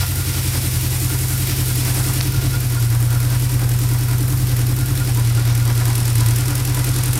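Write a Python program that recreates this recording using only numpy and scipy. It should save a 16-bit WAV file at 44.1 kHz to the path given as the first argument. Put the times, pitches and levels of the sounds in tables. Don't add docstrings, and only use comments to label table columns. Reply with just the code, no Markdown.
import sys
import numpy as np
from scipy import signal
from scipy.io import wavfile
from scipy.ndimage import uniform_filter1d

SR = 44100
rng = np.random.default_rng(int(sys.argv[2]) if len(sys.argv) > 2 else 0)


def elevation(decibels):
    levels = np.asarray(decibels, float)
    return 10 ** (levels / 20)


def generate_wav(signal):
    frames = np.transpose(np.atleast_2d(signal))
    scaled = np.clip(frames, -1, 1) * 32767
    pcm = np.round(scaled).astype(np.int16)
    wavfile.write(sys.argv[1], SR, pcm)


N = 317079
T = np.arange(N) / SR


def level(x, db):
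    return x * elevation(db) / np.sqrt(np.mean(x ** 2))


def ring(x, hz, width):
    decay = np.exp(-np.pi * width / SR)
    step = 2 * np.pi * hz / SR
    return signal.lfilter([0, decay * np.sin(step)], [1, -2 * decay * np.cos(step), decay ** 2], x)


def body(x, modes):
    out = np.zeros(N)
    for k, (hz, width, db) in enumerate(modes):
        gain = elevation(db) * 2 * np.pi * width / SR
        out += (-1) ** k * gain * ring(x, hz, width)
    return out


def band(x, lo_hz, hi_hz):
    return signal.sosfilt(signal.butter(3, [lo_hz, hi_hz], "band", fs=SR, output="sos"), x)


def noise():
    return rng.standard_normal(N)


def curves(table):
    s, *columns = np.transpose(table)
    return [np.interp(T, s, c) for c in columns]


def wander(rate, db):
    aims = rng.standard_normal(int(N / SR * rate) + 2)
    return elevation(db * np.interp(T * rate, np.arange(len(aims)), aims))


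# (time [s], engine block in view [dB], pipe mouths near [dB], spit aimed at phone [dB])
WALK = [(0, 1, -3.5, -5), (.3, -0.5, -0.5, -5.5), (1.3, 0.5, 0, -5), (2.05, .5, 1.5, -3),
        (2.5, -3.5, 0.5, -4.5), (2.9, -5, -3.5, 1), (3.7, -5, -0.5, 0), (5.0, -5, .5, 1.5),
        (5.6, -4.5, -1, 2.5), (6.0, -4, -0.5, 6), (6.7, -3, 0, 4.5), (7.19, -3, -0.5, 6)]


def walk():
    return curves(WALK)


# (time [s], four-stroke cycles a second [Hz])
SPEED = [(0.0, 11.133), (0.8, 10.444), (1.54, 10.782), (1.73, 10.308), (2.34, 10.802), (2.53, 10.627),
         (2.85, 9.779), (3.49, 10.373), (3.62, 10.128), (4.19, 10.21), (4.33, 10.631), (4.6, 10.057),
         (4.93, 10.72), (5.18, 9.857), (6.08, 9.981), (6.22, 9.566), (6.47, 10.43), (7.19, 10.349)]


def engine_turn():
    start_turn = -.21
    return start_turn + np.cumsum(curves(SPEED)[0]) / SR


FIRING_TURN = [.311, .561, .808, 1.061]


def firings(turn, scatter_db, jitter_s, lead=0):
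    cycle = np.arange(-1, 76)
    trains = np.zeros((4, N))
    for train, at in zip(trains, np.subtract(FIRING_TURN, lead)):
        late, strength = rng.standard_normal((2, len(cycle)))
        on_time = np.interp(cycle + at, turn, np.arange(N), left=-SR, right=-SR)
        i = (on_time + jitter_s * SR * late).astype(int)
        inside = (i >= 0) & (i < N)
        train[i[inside]] = elevation(scatter_db * strength)[inside]
    return trains


def puff(trains, share_db, rise_s, fall_s):
    s = np.arange(SR // 10) / SR
    shape = (1 - np.exp(-s / rise_s)) ** 2 * np.exp(-s / fall_s)
    return signal.fftconvolve(elevation(np.array(share_db)) @ trains, shape / shape.max())[:N]


def pipes(trains, modes):
    behind = np.interp(T, [.3, 3.3], [0, 1])
    beside_sound = sum(ring(np.dot(m[2:6], trains), *m[:2]) for m in modes)
    behind_sound = sum(ring(np.dot(m[6:], trains), *m[:2]) for m in modes)
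    return (1 - behind) * beside_sound + behind * behind_sound


def garage_echo(x):
    s = np.arange(SR // 4) / SR
    tail = noise()[:SR // 4] * elevation(-60 * s / 0.19)
    return signal.fftconvolve(x, tail / np.sqrt(np.sum(tail ** 2)))[:N]


# (time [s], swing [dB], frequency [Hz], width [Hz])
SNAP = [
    (2.2066, -11, 2500, 600),
    (2.2063, -12, 5500, 900),
    (2.2110, 0, 4600, 1300),
    (2.2111, -12, 2800, 900),
]


def snap():
    out = np.zeros(N)
    for s, db, hz, width in SNAP:
        click = 1. * (np.arange(N) == int(s * SR))
        out += elevation(db) * ring(click, hz, width)
    return out


# (time [s], covers buzz up [dB], low fin up [dB], high fin up [dB])
JOLTS = [(0.01, 13, 10, 16), (0.35, 1, -5, 12), (0.55, 5, -2, 1), (0.94, 3.5, 7, 6), (1.12, 4, 1, 9),
         (1.33, 2, -4, 14), (1.88, 4, 4, 5), (1.98, 4, 1, 10), (2.10, 4, 4, 5.5), (2.33, -1, -1, 15),
         (2.43, 3, 5, 9), (2.55, 2, 7, 16.5), (2.77, 2, 6, 11), (2.94, 4, 1, -1), (3.13, 6, -1, 4),
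         (3.34, 3, 7, 9), (3.63, 3.5, 5, -12), (4.12, 3.5, 9, 5), (4.71, 2.5, 4, -4), (5.20, 1.5, 9, 0),
         (5.40, 1.5, 9, 11), (5.51, 5, 8, 7), (5.69, 5, 10, 11), (5.81, 3.5, 8, -1), (5.91, 1.5, 10.5, -5),
         (6.01, -0.5, 2, 2), (6.22, 2.5, 11, 9), (6.41, 3, 2, 8.5), (6.52, 3.5, 1, 5), (6.78, 2, 4, -4)]
# (level [dB]), then (random drift [dB])
REST_DB = [-36, -47, -46.5]
RESTLESS_DB = [1.0, 3, 4.5]


def shaken():
    jolt_s = .03
    view_db, _, spit_db = walk()
    jolts = np.array(JOLTS)
    swells = np.exp(-((T - jolts[:, :1]) / jolt_s) ** 2 / 2)
    lift = jolts[:, 1:].T @ swells
    levels = []
    for rest, up, restless in zip(REST_DB, lift, RESTLESS_DB):
        drift_db = 20 * np.log10(wander(10, restless))
        levels.append(rest + up + 0.21 * view_db + .3 * spit_db + drift_db)
    return levels


RATTLE_DB = [-12, -3, -2, 0]
# (frequency [Hz], width [Hz], level [dB])
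BUZZ = [(477, 89, -5), (748, 210, 0), (1150, 880, -2), (1747, 820, -4)]
# (frequency [Hz], width [Hz])
FINS = [(980, 81), (1415, 43)]


def rattle(turn, buzz_db, *fin_db):
    trains = firings(turn + .07, scatter_db=1.5, jitter_s=.002)
    shake = .7 + puff(trains, RATTLE_DB, rise_s=.003, fall_s=.016)
    out = elevation(buzz_db - 1.5) * level(body(noise() * shake, BUZZ), 0)
    for db, (hz, width) in zip(fin_db, FINS):
        db = db - .8 * np.clip(-44 - db, 0, None)
        once = ring(noise() * shake, hz, width * 0.95)
        out += elevation(db) * level(ring(once, hz, width * 0.95), 0)
    return out


def gas(turn, trains, share_db, modes, spit_db, fall_s):
    swell_db = 1.3 * np.cos(2 * np.pi * (turn - .87)) + .7 * np.cos(4 * np.pi * (turn - .06))
    swell = elevation(swell_db) * wander(6, 1.1)
    grain = elevation(1.3 * rng.exponential(size=N))
    spit = elevation(spit_db + walk()[2]) * puff(trains, share_db, 0.0021, fall_s)
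    rough = level(noise() * grain, 0) * np.hypot(swell, spit)
    return level(body(rough, modes), 0)


TOP_SPIT_DB = [-13, 0, -6, -7]
# (frequency [Hz], width [Hz], level [dB])
TOP = [(13300, 4700, 7), (15500, 1200, 1)]


def fizz(turn, trains):
    return band(gas(turn, trains, TOP_SPIT_DB, TOP, spit_db=9.1, fall_s=0.0043), 10400, 15800)


HIGH_SPIT_DB = [-8, 0, -.5, -1]
# (frequency [Hz], width [Hz], level [dB])
HISS = [(7160, 1220, -6), (8290, 870, 3), (9840, 3700, -1), (12330, 910, -0.5)]


def hiss(turn, trains):
    return gas(turn, trains, HIGH_SPIT_DB, HISS, spit_db=5.7, fall_s=0.0026)


LOW_SPIT_DB = [-9, -2, 0, -3]
# (frequency [Hz], width [Hz], level [dB])
CLATTER = [(1880, 830, 1.5), (3610, 4100, 3.5), (4710, 1260, 7), (5870, 890, -1.5)]


def clatter(turn, trains):
    return gas(turn, trains, LOW_SPIT_DB, CLATTER, spit_db=1.3, fall_s=0.0021)


SPIT_LEAD_TURN = [.062, .062, .062, .085]


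def spits(turn):
    return firings(turn, scatter_db=1.3, jitter_s=.0008, lead=SPIT_LEAD_TURN)


BARK_DB = [-9, -9, 0, -2]
# (frequency [Hz], width [Hz], level [dB])
RUSH = [(164, 39, 3), (228.5, 26, 3), (247, 17, 4.5), (313.5, 89, -2), (374, 68, 1), (475, 166, -8.5)]
# (frequency [Hz], width [Hz], four signed swings by cylinder 1-4 beside the bike,
# four behind it)
BARK = [(187, 18, 0, 7, 6, -4, 6, -5, 4, 1), (214, 18, -8, 6, 22, 34, 8, 13, -9, 12),
        (246, 26, 3, 0, -16, -8, -5, 4, -20, -10), (290, 28, 4, -7, 35, -4, 9, 4, 46, 25),
        (316, 25, -8, 6, -36, -13, -7, 3, -34, 1), (362, 22, 1, -3, -13, -7, -2, 0, -15, 3),
        (420, 30, -5, -2, -13, 5, 3, 2, -17, -6)]


def bark(turn):
    trains = firings(turn + .063, scatter_db=1.5, jitter_s=.0003)
    sweep_s = 0.0204
    s = np.arange(int(sweep_s * SR)) / SR
    whoop = signal.chirp(s, 477.3, sweep_s, 165) * np.sin(np.pi * s / sweep_s) ** .5
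    early = int(.013 * SR)
    slugs = signal.fftconvolve(trains, whoop[None])[:, early:][:, :N]
    knock = level(band(pipes(slugs, BARK), 215, 680), 0)
    flow = 1.2 + puff(trains, BARK_DB, rise_s=0.0032, fall_s=0.0059)
    rush = band(body(noise() * flow, RUSH), 153, 503)
    return level(knock + level(rush, -1.5), 0)


# (frequency [Hz], width [Hz], four signed swings by cylinder 1-4
BOOM = [(39.0, 6.2, 0.017, 0.02, -0.004, -0.025, 0.023, 0.027, 0.019, -0.039),
        (56.8, 5.4, -0.043, -0.054, -0.041, -0.009, 0.012, -0.006, 0.019, 0.088),
        (81.9, 5.0, -0.01, 0.032, 0.056, -0.039, 0.07, 0.003, -0.025, -0.058),
        (103.8, 7.0, -0.018, 0.006, 0.105, 0.133, -0.182, -0.133, 0.003, -0.048),
        (115.2, 12.0, 0.178, 0.108, 0.049, 0.155, 0.209, 0.26, 0.16, 0.351),
        (141.8, 7.5, 0.001, -0.01, 0.004, 0.01, -0.081, -0.078, -0.092, -0.096)]


def boom(turn):
    low = pipes(firings(turn, scatter_db=.8, jitter_s=.0001), BOOM)
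    return signal.sosfiltfilt(signal.butter(5, [26, 170], "band", fs=SR, output="sos"), low)


def scene():
    turn = engine_turn()
    view_db, near_db, spit_db = walk()
    astern = np.interp(T, (5.4, 5.2), [0, 1])
    trains = spits(turn)
    near_side = trains * elevation(-3.5 * np.outer([0, 0, 1, 1], astern))
    shake_db = shaken()
    jolt_db = 0.25 * (shake_db[0] - uniform_filter1d(shake_db[0], size=SR // 2))
    clatter_db = -31.5 + 0.77 * view_db + 0.7 * astern + jolt_db
    upper = snap() + rattle(turn, *shake_db)
    upper += elevation(-30 + view_db - 4 * astern) * fizz(turn, near_side)
    upper += elevation(-27.5 + view_db) * hiss(turn, (trains + near_side) / 2)
    upper += elevation(clatter_db) * clatter(turn, near_side)
    upper += elevation(-32 + near_db) * bark(turn)
    low = elevation(2 + 0.1 * near_db - .15 * spit_db) * boom(turn)
    return (low + upper + elevation(-12.0) * garage_echo(upper))[None]


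def roll_off(x):
    return signal.sosfilt(signal.butter(12, 16780, fs=SR, output="sos"), x)


def record(dry):
    top_cut = signal.ellip(10, .3, 60, 15800, fs=SR, output="sos")
    mix = signal.sosfilt(top_cut, dry)
    return roll_off(mix)


dry = scene()
out = record(dry)
generate_wav(out)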